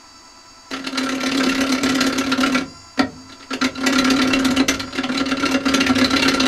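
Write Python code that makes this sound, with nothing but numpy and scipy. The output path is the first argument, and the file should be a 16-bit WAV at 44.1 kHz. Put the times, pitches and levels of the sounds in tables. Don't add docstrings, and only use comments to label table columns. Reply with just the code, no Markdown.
import sys
import numpy as np
from scipy import signal
from scipy.fft import rfft, irfft, next_fast_len
from scipy.io import wavfile
from scipy.ndimage import uniform_filter1d

SR = 44100
rng = np.random.default_rng(int(sys.argv[2]) if len(sys.argv) > 2 else 0)


def waveform_to_disk(signal):
    frames = np.transpose(np.atleast_2d(signal))
    scaled = np.clip(frames, -1, 1) * 32767
    samples = np.round(scaled).astype(np.int16)
    wavfile.write(sys.argv[1], SR, samples)


def attenuation_scalar(level_db):
    decades = np.asarray(level_db, float) / 20
    return 10 ** decades


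N = 285723


def evened(x):
    return x / np.sqrt(np.mean(x ** 2) + 1e-20)


def read(points, hz):
    f, value = np.transpose(points)
    return np.interp(np.log(hz + 1), np.log(f + 1), value)


def coloured(points):
    size = next_fast_len(N)
    spectrum = rfft(rng.standard_normal(size))
    shape = attenuation_scalar(read(points, np.fft.rfftfreq(size, 1 / SR)))
    return evened(irfft(spectrum * shape, size)[:N])


def drift(seconds):
    step = max(int(seconds * SR / 8), 1)
    coarse = rng.standard_normal(N // step + 2)
    coarse = uniform_filter1d(uniform_filter1d(coarse, size=8), size=8)
    return evened(np.interp(np.arange(N) / step, np.arange(len(coarse)), coarse))


def resonate(x, hz, width_hz):
    pole = np.exp((2j * np.pi * hz - np.pi * width_hz) / SR)
    return 2 * signal.lfilter([1 - abs(pole)], [1, -pole], x).real


def dulled(x):
    return signal.sosfilt(signal.butter(4, 9500, fs=SR, output="sos"), x)


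def ragged(x, patchy_db):
    z = signal.stft(x, nperseg=256)[2]
    patches = uniform_filter1d(rng.standard_normal(z.shape), size=4, axis=0)
    patches = evened(uniform_filter1d(patches, size=4, axis=1))
    return signal.istft(z * attenuation_scalar(patchy_db * patches), nperseg=256)[1][:N]


def envelope(bites, level_db, lag_ms, fall_ms, hold_ms=0.):
    t_ms = np.arange(SR // 7) / SR * 1000
    power = np.zeros(N + len(t_ms))
    for (s, *_, entry_ms), db in zip(bites, level_db):
        contact_ms = 3.92 + 2.27 * entry_ms + hold_ms
        swell = 1 - np.exp(-(t_ms / (entry_ms + lag_ms)) ** 1.62)
        fade = np.exp(-np.maximum(t_ms - contact_ms, 0) / fall_ms - t_ms / (3 * contact_ms))
        touch_s = s - 1.21 * entry_ms / 1000
        power[round(touch_s * SR):][:len(t_ms)] += (attenuation_scalar(db) * swell * fade) ** 2
    return np.sqrt(power[:N])


# f/Hz, t60/s
SHOP_T60 = [(100, 0.79), (300, 0.35), (1000, 0.2), (4000, 0.15), (12000, 0.12)]


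def shop(x):
    taps = np.zeros(SR // 2)
    at = np.arange(200, SR // 2 - 20, 20)
    taps[at + rng.integers(0, 20, len(at))] = rng.choice([-1., 1.], len(at))
    hz, t, z = signal.stft(taps, SR, nperseg=256)
    decay = attenuation_scalar(-60 * t / read(SHOP_T60, hz)[:, None])
    tail = signal.istft(z * decay, SR, nperseg=256)[1]
    return signal.fftconvolve(x, tail / np.linalg.norm(tail))[:N]


# t/s, f/Hz
MOTOR_HZ = [(0, 662), (.7, 663), (1.1, 640), (2.55, 635), (2.68, 680), (2.75, 684), (2.98, 670),
            (3.03, 640), (3.18, 666), (3.3, 668), (3.6, 655), (3.78, 660), (4.0, 625), (4.72, 625),
            (4.84, 680), (4.93, 692), (5.1, 640), (6.48, 635)]
WHINE_ORDERS = [1.5, 6.935, *range(1, 17)]
WHINE_LEVELS_DB = [-57, -58, -62.5, -56.5, -62.5, -65, -76, -63.5, -52, -56, -64, -55, -71, -73, -88.5, -74,
                   -75, -81]
# f/Hz, density/dB per Hz
HUM_SPECTRUM = [(30, 1), (100, -5), (160, -13), (280, 4), (450, -12), (1000, -1), (1500, -7), (2500, -11),
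                (3500, -17.5), (4700, -9.5), (6200, -15), (7500, -11), (8500, -22.5), (11000, -32)]


def motor():
    t = np.arange(N) / SR
    spindle_hz, idle_hz, db_per_hz = 9.6, 662, 0.16
    hz = uniform_filter1d(np.interp(t, *np.transpose(MOTOR_HZ)), 1500)
    turns = np.cumsum(hz * (1 + 0.0009 * drift(0.017))) / SR
    whine = np.zeros(N)
    for order, order_db in zip(WHINE_ORDERS, WHINE_LEVELS_DB):
        throb_db = 1.5 * np.sin(2 * np.pi * (spindle_hz * t + rng.random()))
        level = attenuation_scalar(order_db + throb_db + 1.2 * drift(0.03))
        if order in (1.5, 2):
            level = level * attenuation_scalar(4 * np.cos(2 * np.pi * spindle_hz * (t - 0.37)))
        sparking = 1 + 0.2 * drift(0.002)
        tone = np.sqrt(2) * np.sin(2 * np.pi * (order * turns + rng.random()))
        whine += level * sparking * tone
    hum = attenuation_scalar(-48.5 + 0.38 * drift(0.049)) * coloured(HUM_SPECTRUM)
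    return attenuation_scalar(db_per_hz * (hz - idle_hz)) * whine + hum


# f/Hz, width/Hz, level/dB
BENCH = [(33, 7, -13), (54, 12, -13), (75, 12, 1), (100, 7, 2)]


def bench(bites):
    _, tear_db, rest_db, *_ = bites.T
    idle_db, settle_s, load_power = -63.5, 0.07, 1.07
    load_db = -23 + 2 * np.arange(N) / SR
    settle = np.exp(-1 / (settle_s * SR))
    load = envelope(bites, tear_db + rest_db, 10.2, 23.0) ** 2
    load = signal.lfilter([(1 - settle) ** 2], [1, -2 * settle, settle ** 2], load)
    push = envelope(bites, 0.2 * tear_db, 1.35, 2.3)
    push = (push - uniform_filter1d(push, size=3000)) / (uniform_filter1d(push, size=9000) + 0.056)
    force = evened(push) + attenuation_scalar(16) * rng.standard_normal(N)
    shake = np.zeros(N)
    for hz, width_hz, db in BENCH:
        mode = resonate(resonate(force, hz, width_hz), hz, 3 * width_hz)
        shake += attenuation_scalar(db) * evened(mode)
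    power = attenuation_scalar(2 * idle_db) + attenuation_scalar(2 * load_db) * abs(load) ** load_power
    return np.sqrt(power) * evened(shake)


# f/Hz, width/Hz, level/dB
REST_MODES = [(157.2, 9.6, -16), (305, 22, -10.5), (368, 34, -17), (473, 50, -8.5), (551, 20.6, -9.5),
              (575, 88, -40), (724, 60, -16.5), (1073, 38, -17), (1217, 79, -12), (1996, 88, -14)]


def rest(bites):
    drive = envelope(bites, bites[:, 1] + bites[:, 2], 0.8, 15)
    rings = np.zeros(N)
    for hz, width_hz, db in REST_MODES:
        mode = resonate(rng.standard_normal(N) * drive, hz, width_hz)
        rings += attenuation_scalar(db) * mode / np.sqrt(width_hz)
    return attenuation_scalar(33.5) * dulled(rings)


def rest_ring(bites):
    rest_hz, kick_rad = 266, 0.8
    wander = 0.017 * drift(0.03)
    swing = envelope(bites, bites[:, 1] + bites[:, 2], 10.5, 15.5, hold_ms=9.5)
    kicks = np.zeros(N)
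    kicks[(bites[:, 0] * SR).astype(int)] = kick_rad * rng.standard_normal(len(bites))
    step = uniform_filter1d(np.cumsum(kicks), size=450)
    phase = 2 * np.pi * np.cumsum(rest_hz * (1 + wander)) / SR
    return attenuation_scalar(4.2) * swing * np.sin(phase + step)


# f/Hz, level/dB, t60/s
SLAM_MODES = [(262, -11, .25), (473, -22, 0.05), (588, -13.5, 0.05), (736, -22, 0.06), (954, -27.5, 0.12),
              (1890, -8.5, 0.033), (2100, -21, 0.018), (2770, -24, 0.032), (3940, -20, 0.026),
              (4450, -12.5, 0.019), (5530, -28, 0.035)]


def slam():
    t = np.maximum(np.arange(N) / SR - 2.9936, 0)
    blow = np.zeros(N)
    for hz, db, t60_s in SLAM_MODES:
        rise = 1 - np.exp(-t * hz / 0.6)
        blow += rise * attenuation_scalar(db - 60 * t / t60_s) * np.sin(2 * np.pi * (hz * t + rng.random()))
    return blow


# t/s, level/dB
HAND_LEAN = [(.7, -6), (1.0, -1.5), (1.4, 1.2), (1.8, -0.5), (2.2, -2.5), (2.55, 2), (3.3, -4.5),
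             (3.6, -0.7), (3.9, -1), (4.25, 2), (4.6, 1), (4.8, -5.5), (5.1, -0.5), (5.4, -1.8),
             (5.7, -0.8), (5.95, -0.5), (6.25, -4), (6.48, 2.5)]


def bites_of(turns, corners):
    start, tear_db = np.array(turns)[:, :1], np.array(turns)[:, 1:]
    place, rest_db, ring_db, fizz_db = np.transpose(corners)
    last_turn_s, late_ms_per_db, pull_most_db = 0.111, 0.32, 6
    length = np.diff(start, axis=0, append=start[-1:] + last_turn_s)
    under_db = tear_db.max(axis=1, keepdims=True) - tear_db
    s = start + place * length + late_ms_per_db * np.minimum(under_db, 20) / 1000
    rest_db = np.minimum(rest_db + 0.37 * under_db, pull_most_db)
    rest_db = rest_db + np.interp(s, *np.transpose(HAND_LEAN))
    ring_db = np.minimum(ring_db + 0.36 * under_db, pull_most_db)
    fizz_db = fizz_db + 0.2 * (tear_db + 12)
    columns = np.broadcast_arrays(s, tear_db, rest_db, ring_db, fizz_db, 3.72)
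    rows = np.stack(columns, axis=-1).reshape(-1, 6)
    return rows[rows[:, 0] < N / SR]


# t/s, tear level/dB of corners 1-4 (-60: misses)
FIRST_TURNS = [(.708, -20, -13, -20.5, -27.5), (.815, -34, -21, -13.5, -37), (.919, -25, -21, -7.5, -21),
               (1.033, -14.5, -17.5, -11.5, -18), (1.148, -18.5, -22, -14.5, -16.5),
               (1.260, -13, -17, -12, -15), (1.373, -12, -9.5, -11, -14), (1.491, -12.5, -12, -12.5, -15),
               (1.607, -10.5, -16, -13.5, -15), (1.721, -10.5, -12.5, -16, -23), (1.833, -10, -9, -8, -17),
               (1.948, -11.5, -16.5, -6, -16.5), (2.066, -9, -18.5, -13.5, -20),
               (2.181, -9, -17, -17, -16.5), (2.291, -18, -7, -33, -15), (2.404, -12, -7.5, -9, -23),
               (2.520, -16.5, -9, -14, -25)]
SECOND_TURNS = [(3.268, -58, -35, -30, -57), (3.374, -60, -33.5, -32, -60), (3.479, -49, -20.5, -13.5, -60),
                (3.586, -58, -11, -7, -60), (3.699, -60, -41, -24, -21.5), (3.803, -20.5, -17, -5.5, -18.5),
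                (3.925, -10.5, -12, -5.5, -22), (4.043, -11, -12.5, -5.5, -17.5),
                (4.161, -14.5, -11.5, -8.5, -21), (4.274, -13.5, -17, -9, -18.5),
                (4.389, -14, -22.5, -5.5, -21), (4.506, -11, -28, -7, -10.5), (4.625, -60, -60, -60, -19),
                (4.741, -15.5, -42, -13.5, -27)]
THIRD_TURNS = [(4.847, -37, -27.5, -30, -22.5), (4.954, -14.5, -14, -42, -13.5),
               (5.062, -45, -18, -17, -13.5), (5.174, -12, -12, -42, -15),
               (5.286, -16.5, -12.5, -34, -16.5), (5.397, -13.5, -14, -6.5, -15.5),
               (5.514, -8, -10.5, -45, -26), (5.628, -25, -13, -7, -15), (5.740, -4, -18.5, -7, -19),
               (5.865, -10, -8, -23, -8.5), (5.983, -7, -9, -6.5, -23), (6.102, -9.5, -10.5, -5.5, -14),
               (6.221, -7, -11.5, -2.5, -17), (6.340, -6.5, -22, -5.5, -12), (6.458, -7.5, -60, -60, -60)]
# place/turn, rest, ring, fizz level/dB re tear
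FIRST_GRAIN = [(0, -2.5, -11.5, -16), (.24, -7, -2.5, -28), (.505, -7.5, -9, -21.5), (.75, -1, -6, -19.5)]
SECOND_GRAIN = [(0, -4.5, -7.5, -18.5), (.24, -3, -0.5, -37), (.505, -6, -8, -20.5), (.75, 0.5, -5, -31)]
THIRD_GRAIN = [(0, -10, -11, -21.5), (.235, 0.5, 0.5, -31), (.505, -10, -11, -24.5), (.75, -3.5, -6.5, -29)]
# t/s, tear level/dB, rest, ring, fizz level/dB re tear
CATCH_BITES = [
    (2.9743, -20.5, 0, -1, -28),
    (2.9918, -9.5, 7, -1, -25),
]
KNOT_BITE = (4.685, -1.5, -11, -12, -16)


def all_bites():
    first = bites_of(FIRST_TURNS, FIRST_GRAIN)
    second = bites_of(SECOND_TURNS, SECOND_GRAIN)
    third = bites_of(THIRD_TURNS, THIRD_GRAIN)
    catch = [(*row, 0.57) for row in CATCH_BITES]
    knot = [(*KNOT_BITE, 3.72)]
    return np.vstack([first, second, third, catch, knot])


# f/Hz, density/dB per Hz
TEAR_SPECTRUM = [(100, -30.5), (200, -9.5), (350, -7), (900, -18.5), (2000, -12.5), (3500, -15.5),
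                 (5000, -20), (7000, -35), (9000, -50), (12000, -70)]
# f/Hz, density/dB per Hz
FIZZ_SPECTRUM = [(3000, -17), (6000, 12), (8000, 2), (9500, -3), (11800, -1), (12700, -16), (14500, -8.5),
                 (15700, -31)]
# f/Hz, width/Hz, level/dB
GOUGE_MODES = [(1360.6, 32, 5.5), (1652, 89, -2.5), (1975, 146, -9.5), (2258, 36, -9), (2723, 12, -9),
               (2966, 10, -14.5), (3580, 57, -13.5), (4040, 75, -6.5), (4530, 330, -9.5), (4860, 117, -15),
               (5580, 390, -48), (5640, 11, -43), (5472, 74, -45.5), (6020, 52, -17), (6730, 110, -28),
               (8440, 16.7, -29), (8580, 22, -30), (9270, 74, -56.5)]


def gouge(bites):
    _, tear_db, _, ring_db, fizz_db, _ = bites.T
    clumps = attenuation_scalar(2.12 * drift(0.0015))
    tear = attenuation_scalar(-11.5) * coloured(TEAR_SPECTRUM) * envelope(bites, tear_db, 0.44, 6.8)
    fizz = attenuation_scalar(-1.5) * coloured(FIZZ_SPECTRUM) * envelope(bites, tear_db + fizz_db, -0.18, 11.5)
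    low_drive = clumps * envelope(bites, tear_db + ring_db, 0.4, 12.4)
    high_drive = clumps * envelope(bites, tear_db, 0.8, 1.25)
    low, high = np.zeros(N), np.zeros(N)
    for hz, width_hz, db in GOUGE_MODES:
        is_low = hz < 1750
        drive, patchy_db = (low_drive, 1.8) if is_low else (high_drive, 3.6)
        grip = attenuation_scalar(db + patchy_db * drift(0.012))
        damped_hz = width_hz + hz / 60
        mode = resonate(rng.standard_normal(N) * drive * grip, hz, damped_hz) / np.sqrt(damped_hz)
        if is_low:
            low += mode
        else:
            high += mode
    chips = ragged(tear + fizz, patchy_db=3.2) * clumps
    return chips + dulled(attenuation_scalar(27) * low + attenuation_scalar(30) * ragged(high, patchy_db=2.2))


def scene():
    bites = all_bites()
    cutting = gouge(bites) + rest(bites) + slam()
    ring = rest_ring(bites)
    echoes = shop(attenuation_scalar(-4.5) * cutting + attenuation_scalar(-19) * ring)
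    null = signal.iirnotch(124, 2.5, SR)
    heard = signal.lfilter(*null, cutting + ring + echoes)
    return (heard + bench(bites) + motor())[None]


def top_cut(x):
    return signal.sosfilt(signal.butter(12, 15710, fs=SR, output="sos"), x)


def record(dry):
    overloaded = 1.28 * np.tanh(dry / 1.27)
    lowpass = signal.firwin(511, 15700, window=("kaiser", 9), fs=SR)
    limited = signal.oaconvolve(overloaded, lowpass[None], "same")
    return top_cut(limited)


dry = scene()
out = record(dry)
waveform_to_disk(out)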